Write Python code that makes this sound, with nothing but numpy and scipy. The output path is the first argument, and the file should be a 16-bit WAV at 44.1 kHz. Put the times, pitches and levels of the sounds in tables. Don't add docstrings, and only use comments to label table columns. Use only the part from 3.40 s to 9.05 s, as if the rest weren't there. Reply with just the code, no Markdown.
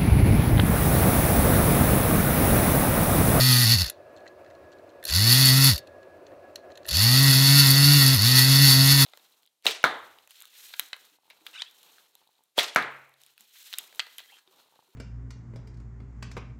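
import sys
import numpy as np
from scipy import signal
from scipy.fft import rfft, irfft, next_fast_len
from scipy.io import wavfile
from scipy.ndimage import uniform_filter1d, map_coordinates

SR = 44100
rng = np.random.default_rng(int(sys.argv[2]) if len(sys.argv) > 2 else 0)


def gain_from_decibels(decibels):
    exponent = np.asarray(decibels, float) / 20
    return 10 ** exponent


def wav_record(signal):
    frames = np.transpose(np.atleast_2d(signal))
    bounded = np.clip(frames, -1, 1)
    quanta = np.round(bounded * 32767).astype(np.int16)
    wavfile.write(sys.argv[1], SR, quanta)


N = 249165

# (frequency [Hz], level [dB per Hz])
ROOM_MURMUR = [(25, -48), (60, -27), (200, -20.5), (270, -14), (370, -4), (440, -10.5), (580, 0), (730, -8),
               (800, -18), (1100, -18), (1500, -22.5), (2000, -28.5), (2700, -28.5), (3300, -48)]
# (frequency [Hz], width [Hz], level [dB])
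APPLIANCE_TONES = [(91, 13, -67), (1677, 7.9, -65.5)]
# (frequency [Hz], level [dB per Hz])
MIC_HISS = [(1500, -29), (3000, -4), (4300, -3.5), (7000, -13.5), (10500, -16.5), (15700, -21)]
# (frequency [Hz], time [s])
ECHO_TIME = [(300, 0.23), (3000, .2), (12000, 0.052)]

# (time [s], peak [dB], bracket [relative dB], treble [relative dB])
FINGER_TICKS = [(0.7626, -40, -20, -21), (0.7707, -40.5, -18, -26), (0.7804, -49, -7.5, -25),
                (0.8027, -48, -11, -27), (0.8565, -51, 3, -19), (0.864, -44.5, 9.5, -29),
                (0.875, -35, -17, -25), (0.879, -41, -20, -22), (1.0447, -46, -1, -20),
                (1.061, -49, -2, -19.5), (1.1, -44, -10, -18), (1.108, -48, 1, -18), (1.1494, -46, -9, -23),
                (1.3177, -42, -12, -25.5), (1.325, -41, -10, -24), (1.332, -45, -18, -30),
                (1.384, -48, -7, -21), (1.491, -46, -15, -28), (1.5, -46, -14, -24), (2.471, -37, -23, -15),
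                (2.6284, -43, -13, -21), (2.8647, -36.5, -18, -29), (2.9167, -55, 2.5, -21),
                (3.3015, -46.5, -6, -27), (3.31, -49, -10, -22), (3.317, -38.5, -17, -29),
                (3.3533, -33.5, -19, -21), (3.373, -31, -13, -11), (3.4301, -43, -9, -22),
                (3.4457, -36, -12, -23)]
# (time [s], peak [dB], bracket [relative dB], treble [relative dB])
SHARP_SNAPS = [(0.441, -20, -2, -8), (0.451, -28, -3, -5), (0.4627, -28, -6, 6), (0.484, -32.5, -14, -6),
               (0.4898, -30, -19, -12), (0.4973, -17.5, -13, 2.5), (1.6266, -33, -2, -12),
               (1.638, -28, -8, 2), (1.651, -17, -19, 3.5), (1.6673, -19.5, -17, -8),
               (1.677, -15.5, -24, -3), (1.688, -12.5, -20, -12), (1.6974, -8, -21, -9.5),
               (2.3553, -24.5, -14, -7), (2.378, -17, -32, -2), (2.391, -40, -12, -11.5),
               (3.1565, -20, -18, -10.5), (3.453, -30.5, -5, -14), (3.463, -34, -20, 5),
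               (3.473, -31, -11, 0), (3.487, -13.5, -21, -3), (3.507, -13.5, -24, -8),
               (3.5386, -9, -22, -14), (3.5515, -8, -22, -9)]
# (frequency [Hz], width [Hz], level [dB])
HOUSING_PEAKS = [(2560, 647, -2.5), (3390, 860, 0), (4250, 600, 2), (5860, 1100, -2.5), (7390, 1700, -4.5)]
# (frequency [Hz], width [Hz], level [dB])
SHEET_PEAKS = [(8750, 910, -7), (9740, 500, 11), (10250, 1480, 9), (11000, 430, 12), (11400, 700, 5.5),
               (12600, 800, 4.5), (13750, 540, 5), (15300, 1500, -7.5)]

# (on [s], off [s], unloaded speed [Hz], tape lift [dB])
BATTERY_CONTACTS = [
    (0.0, 0.244, 147.3, 2.5),
    (0.255, 0.343, 144.9, -0.3),
    (0.378, 0.421, 114.8, 1),
    (0.455, 0.475, 62.05, -2.5),
    (1.648, 2.293, 150.7, 1.6),
    (3.462, 4.747, 150.5, 0.85),
    (4.784, 5.7, 151.6, 0.7),
]
# (time [s], drag [Hz], rasp [dB])
GEAR_BINDS = [(0.116, 30.8, 1.5), (0.231, 26.5, 1), (1.81, 16.7, 0), (1.908, 10.2, 2), (2.068, 27.3, 2),
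              (2.229, 17.2, 1.5), (3.606, 4.9, 1.5), (3.725, 10.3, 0.3), (3.909, 28, 2), (4.066, 11.2, 0.3),
              (4.249, 25.7, 2), (4.415, 7.4, -0.8), (4.61, 27.3, 2.5), (4.718, 14.2, 0.7), (4.97, 25.5, 3),
              (5.121, 14.5, 0.8), (5.291, 29.5, 2.5), (5.435, 14.8, 0.9), (5.609, 25.9, 3)]
# (speed [Hz], level [dB])
WHIRR_BY_SPEED = [(5, -84.5), (25, -42), (45, -35.5), (70, -29), (105, -23), (145, -21)]
# (speed [Hz], level [dB])
FLUTTER_BY_SPEED = [(5, -82), (25, -49), (45, -45.5), (70, -38.5), (105, -31), (145, -27.5)]

# (speed [Hz], hum [dB])
SHAKING_BY_SPEED = [(8, -95), (30, -72), (48, -49), (62, -34), (94, -23.5), (124, -20), (144, -16)]
# (multiple of the turning rate [1], level [dB], phase [rad])
SHAKING_OVERTONES = [(2, -13.5, 0.89), (4, -40.5, -0.98)]
# (frequency [Hz], level [dB per Hz])
HAND_RATTLE = [(20, -35), (50, -6), (80, -4), (200, -5), (400, -16), (800, -19), (1200, -15), (1600, -54.5),
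               (2500, -120)]
# (multiple of the turning rate [1], level [dB])
MAGNET_WHINE = [(5, -11), (6, -13.5), (7, -8), (8, -9.5), (9, -15.5), (10, -2), (11, -15), (12, -9.5),
                (13, -12.5), (14, -11.5), (15, -10), (16, -8.5), (19, -11), (20, -5), (25, -13),
                (26, -13.5)]
# (frequency [Hz], width [Hz], level [dB])
BRACKET_PEAKS = [(1910, 95, 13.5), (2760, 120, 8), (3527, 380, 11)]
# (place in the turn [0-1], click [dB])
COMMUTATOR_GAPS = [(0.042, -3.5), (0.361, -9.5), (0.579, -7)]
# (frequency [Hz], width [Hz], level [dB])
CASING_PEAKS = [(1443, 160, -11.5), (1988, 93, -5), (2722, 268, -7), (3540, 220, -1), (3857, 380, -2.5),
                (4491, 160, 9), (5190, 510, -2.5), (6025, 290, -6), (6534, 170, -3), (7300, 650, -12)]
# (frequency [Hz], width [Hz], depth [dB])
CASING_HOLES = [(2390, 780, -2.5), (3180, 150, -5.5), (4736, 250, -23.5), (6400, 450, -10),
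                (10340, 770, -3.5)]


def unit(x):
    return x / np.sqrt(np.mean(x ** 2) + 1e-20)


def noise():
    return rng.standard_normal(N)


def along(points, hz):
    f, v = np.transpose(points)
    return np.interp(np.log(hz + 1), np.log(f + 1), v)


def wobble(rate):
    knots = rng.standard_normal(int(N * rate / SR) + 4)
    return map_coordinates(knots, [np.arange(N) * rate / SR])


def filtered(x, response):
    m = next_fast_len(N + SR // 2)
    return irfft(rfft(x, m) * response(np.fft.rfftfreq(m, 1 / SR)), m)[:N]


def resonances(peaks):
    def response(f):
        return sum((-1) ** k * gain_from_decibels(db) * 1j * f * w / (c * c - f * f + 1j * f * w)
                   for k, (c, w, db) in enumerate(peaks))
    return response


def shaped_noise(spectrum):
    return unit(filtered(noise(), lambda hz: gain_from_decibels(along(spectrum, hz))))


def room_tone():
    murmur = gain_from_decibels(-50 + 0.8 * wobble(11) + 1.1 * wobble(50)) * shaped_noise(ROOM_MURMUR)
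    tones = np.zeros(N)
    for hz, width, db in APPLIANCE_TONES:
        tone = unit(filtered(noise(), resonances([(hz, width, 0)])))
        tones += gain_from_decibels(db + 3.5 * wobble(16)) * tone
    return murmur + tones + gain_from_decibels(-74) * shaped_noise(MIC_HISS)


def walls(x):
    hz, t, z = signal.stft(rng.standard_normal(SR // 2), SR, nperseg=256)
    fade = gain_from_decibels(-60 * t / along(ECHO_TIME, hz)[:, None])
    tail = signal.istft(z * fade, SR, nperseg=256)[1]
    return signal.fftconvolve(x, tail / np.linalg.norm(tail))[:N]


def ticks():
    finger_t60_ms, snap_t60_ms = 16.4, 14.4
    contacts = [(*row, finger_t60_ms) for row in FINGER_TICKS]
    contacts += [(*row, snap_t60_ms) for row in SHARP_SNAPS]
    bursts = np.zeros((3, N + SR))
    t = np.arange(SR // 10) / SR
    for s, db, bracket_db, treble_db, t60_ms in sorted(contacts):
        onset = 1 - np.exp(-t / (0.00012 * t60_ms))
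        scrape = gain_from_decibels(db - 60000 * t / t60_ms) * onset * rng.standard_normal(len(t))
        shares = gain_from_decibels(np.array([[bracket_db + 20.5], [8], [treble_db - 0.5]]))
        start = round(s * SR)
        bursts[:, start:start + len(t)] += shares * scrape
    bracket = filtered(bursts[0, :N], lambda hz: resonances([(1750, 500, 0)])(hz) ** 2)
    housing = filtered(bursts[1, :N], lambda hz: resonances(HOUSING_PEAKS)(hz) ** 2)
    return bracket + housing + filtered(bursts[2, :N], resonances(SHEET_PEAKS))


def shaft():
    start_hz, spin_up_s, brake_hz_per_s = 121.08, 0.125, 1209
    current_gain_db, stall_db = 1.4, 9
    bind_s, rasp_s, rasp_late_s = 0.064, 0.03, 0.021
    tape_rasp = 1.8
    t = np.arange(N) / SR
    speed, live, lift_db = np.full(N, start_hz), np.zeros(N), np.zeros(N)
    for on, off, free_hz, tape_db in BATTERY_CONTACTS:
        a = round(max(on, 0) * SR)
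        approach = np.exp((on - np.minimum(t[a:], off)) / spin_up_s)
        driven = free_hz + (speed[a] - free_hz) * approach
        speed[a:] = np.maximum(driven - brake_hz_per_s * np.maximum(t[a:] - off, 0), 0)
        live[a:] = (t[a:] < off) * (current_gain_db + stall_db * (1 - driven / free_hz))
        lift_db[a:] = tape_db
    drag = sum(hz * np.exp(-((t - s) / bind_s) ** 2) for s, hz, _ in GEAR_BINDS)
    rasp_db = sum(db * np.exp(-((t - s - rasp_late_s) / rasp_s) ** 2) for s, _, db in GEAR_BINDS)
    keep = np.exp(-1 / (spin_up_s * SR))
    speed = np.maximum(speed - signal.lfilter([1 - keep], [1, -keep], drag), 0.1)
    current_db = uniform_filter1d(live, size=400)
    whirr_db = along(WHIRR_BY_SPEED, speed) + current_db + rasp_db
    flutter_db = along(FLUTTER_BY_SPEED, speed) + current_db + tape_rasp * rasp_db
    return speed, whirr_db, flutter_db + uniform_filter1d(lift_db, size=400)


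def shaking(angle, speed):
    hum = np.cos(angle)
    for k, db, phase in SHAKING_OVERTONES:
        hum += gain_from_decibels(db + 0.75 * wobble(22)) * np.cos(k * angle + phase)
    rattle = gain_from_decibels(-21.5) * shaped_noise(HAND_RATTLE)
    return gain_from_decibels(along(SHAKING_BY_SPEED, speed)) * (np.sqrt(2) * gain_from_decibels(0.77 * wobble(30)) * hum + rattle)


def magnet_whine(angle):
    whine = np.zeros(N)
    for k, db in MAGNET_WHINE:
        whine += gain_from_decibels(db + 2.4 * wobble(18)) * np.cos(k * angle + 0.72 * wobble(40) + k * k)
    return gain_from_decibels(-16.0) * filtered(whine, lambda hz: 1 + resonances(BRACKET_PEAKS)(hz))


def bearing_and_kicks(angle, speed):
    groan = gain_from_decibels(-24.5) * unit(filtered(noise(), resonances([(1070, 500, 0.1)])))
    kick_size = gain_from_decibels(-26 + 3.2 * wobble(9)) * 135 / (speed + 30)
    return groan + kick_size * np.cos(len(COMMUTATOR_GAPS) * angle - 2.5)


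def clicks(turns, place, jitter, scatter_db):
    whole = np.arange(1, int(turns[-1]) - 1)
    chance = rng.standard_normal((len(whole), 2))
    at = np.interp(whole + place + jitter * chance[:, 0], turns, np.arange(N))
    size = gain_from_decibels(scatter_db * chance[:, 1])
    out, part = np.zeros(N + 1), at % 1
    np.add.at(out, at.astype(int), size * (1 - part))
    np.add.at(out, at.astype(int) + 1, size * part)
    return out[:N]


def gap_clicks(turns, jitter, scatter_db):
    return sum(gain_from_decibels(db) * clicks(turns, place, jitter, scatter_db) for place, db in COMMUTATOR_GAPS)


def cancelled(hz):
    return np.prod([(c * c - hz * hz + 1j * hz * w * gain_from_decibels(db)) / (c * c - hz * hz + 1j * hz * w)
                    for c, w, db in CASING_HOLES], axis=0)


def brushes(turns, angle, pace, whirr_db, flutter_db):
    strikes = gap_clicks(turns, jitter=0.0035, scatter_db=0.5)
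    skips = gap_clicks(turns, jitter=0.013, scatter_db=4.5)
    bounce = signal.lfilter([1], [1, -np.exp(-1 / (0.00029 * SR))], skips)
    bounce = uniform_filter1d(bounce, size=25)
    tight_spot = np.exp(np.minimum(0.35 / pace ** 2, 0.7) * (np.sin(angle + 0.37) - 1))
    pressure = 0.55 * tight_spot + 0.42 * bounce
    seat = gain_from_decibels(1.1 * wobble(25) + 0.5 * wobble(90))
    scrape = unit(pressure * noise()) + 0.56 * unit(strikes)
    casing = unit(filtered(seat * scrape, resonances(CASING_PEAKS)))
    flutter = seat * (pressure + 1.8 * bounce) * noise()
    sheet = unit(filtered(flutter, resonances(SHEET_PEAKS)))
    return filtered(gain_from_decibels(whirr_db) * casing + gain_from_decibels(flutter_db) * sheet, cancelled)


def motor():
    speed, whirr_db, flutter_db = shaft()
    turns = np.cumsum(speed * (1 + 0.002 * wobble(30))) / SR
    angle = 2 * np.pi * turns
    pace = speed / 135
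    tones = pace ** 3.2 * magnet_whine(angle) + bearing_and_kicks(angle, speed)
    brush_noise = brushes(turns, angle, pace, whirr_db, flutter_db)
    moving = np.minimum(speed / 8, 1)
    return moving * (shaking(angle, speed) + brush_noise + gain_from_decibels(whirr_db) * tones)


def scene():
    near = motor() + ticks()
    echo = walls(filtered(near, lambda hz: hz / (hz + 600)))
    return (near + gain_from_decibels(-14.0) * echo + room_tone())[None]


def roll_off(x):
    return signal.sosfilt(signal.butter(12, 17060, fs=SR, output="sos"), x)


def record(dry):
    top_hz, edge_hz = 15750, 150
    rounded = dry[0] / (1 + np.abs(dry[0]) ** 6) ** (1 / 6)
    limited = filtered(rounded, lambda hz: np.clip((top_hz - hz) / edge_hz + 0.5, 0, 1))
    return roll_off(limited[None])


dry = scene()
out = record(dry)
wav_record(out)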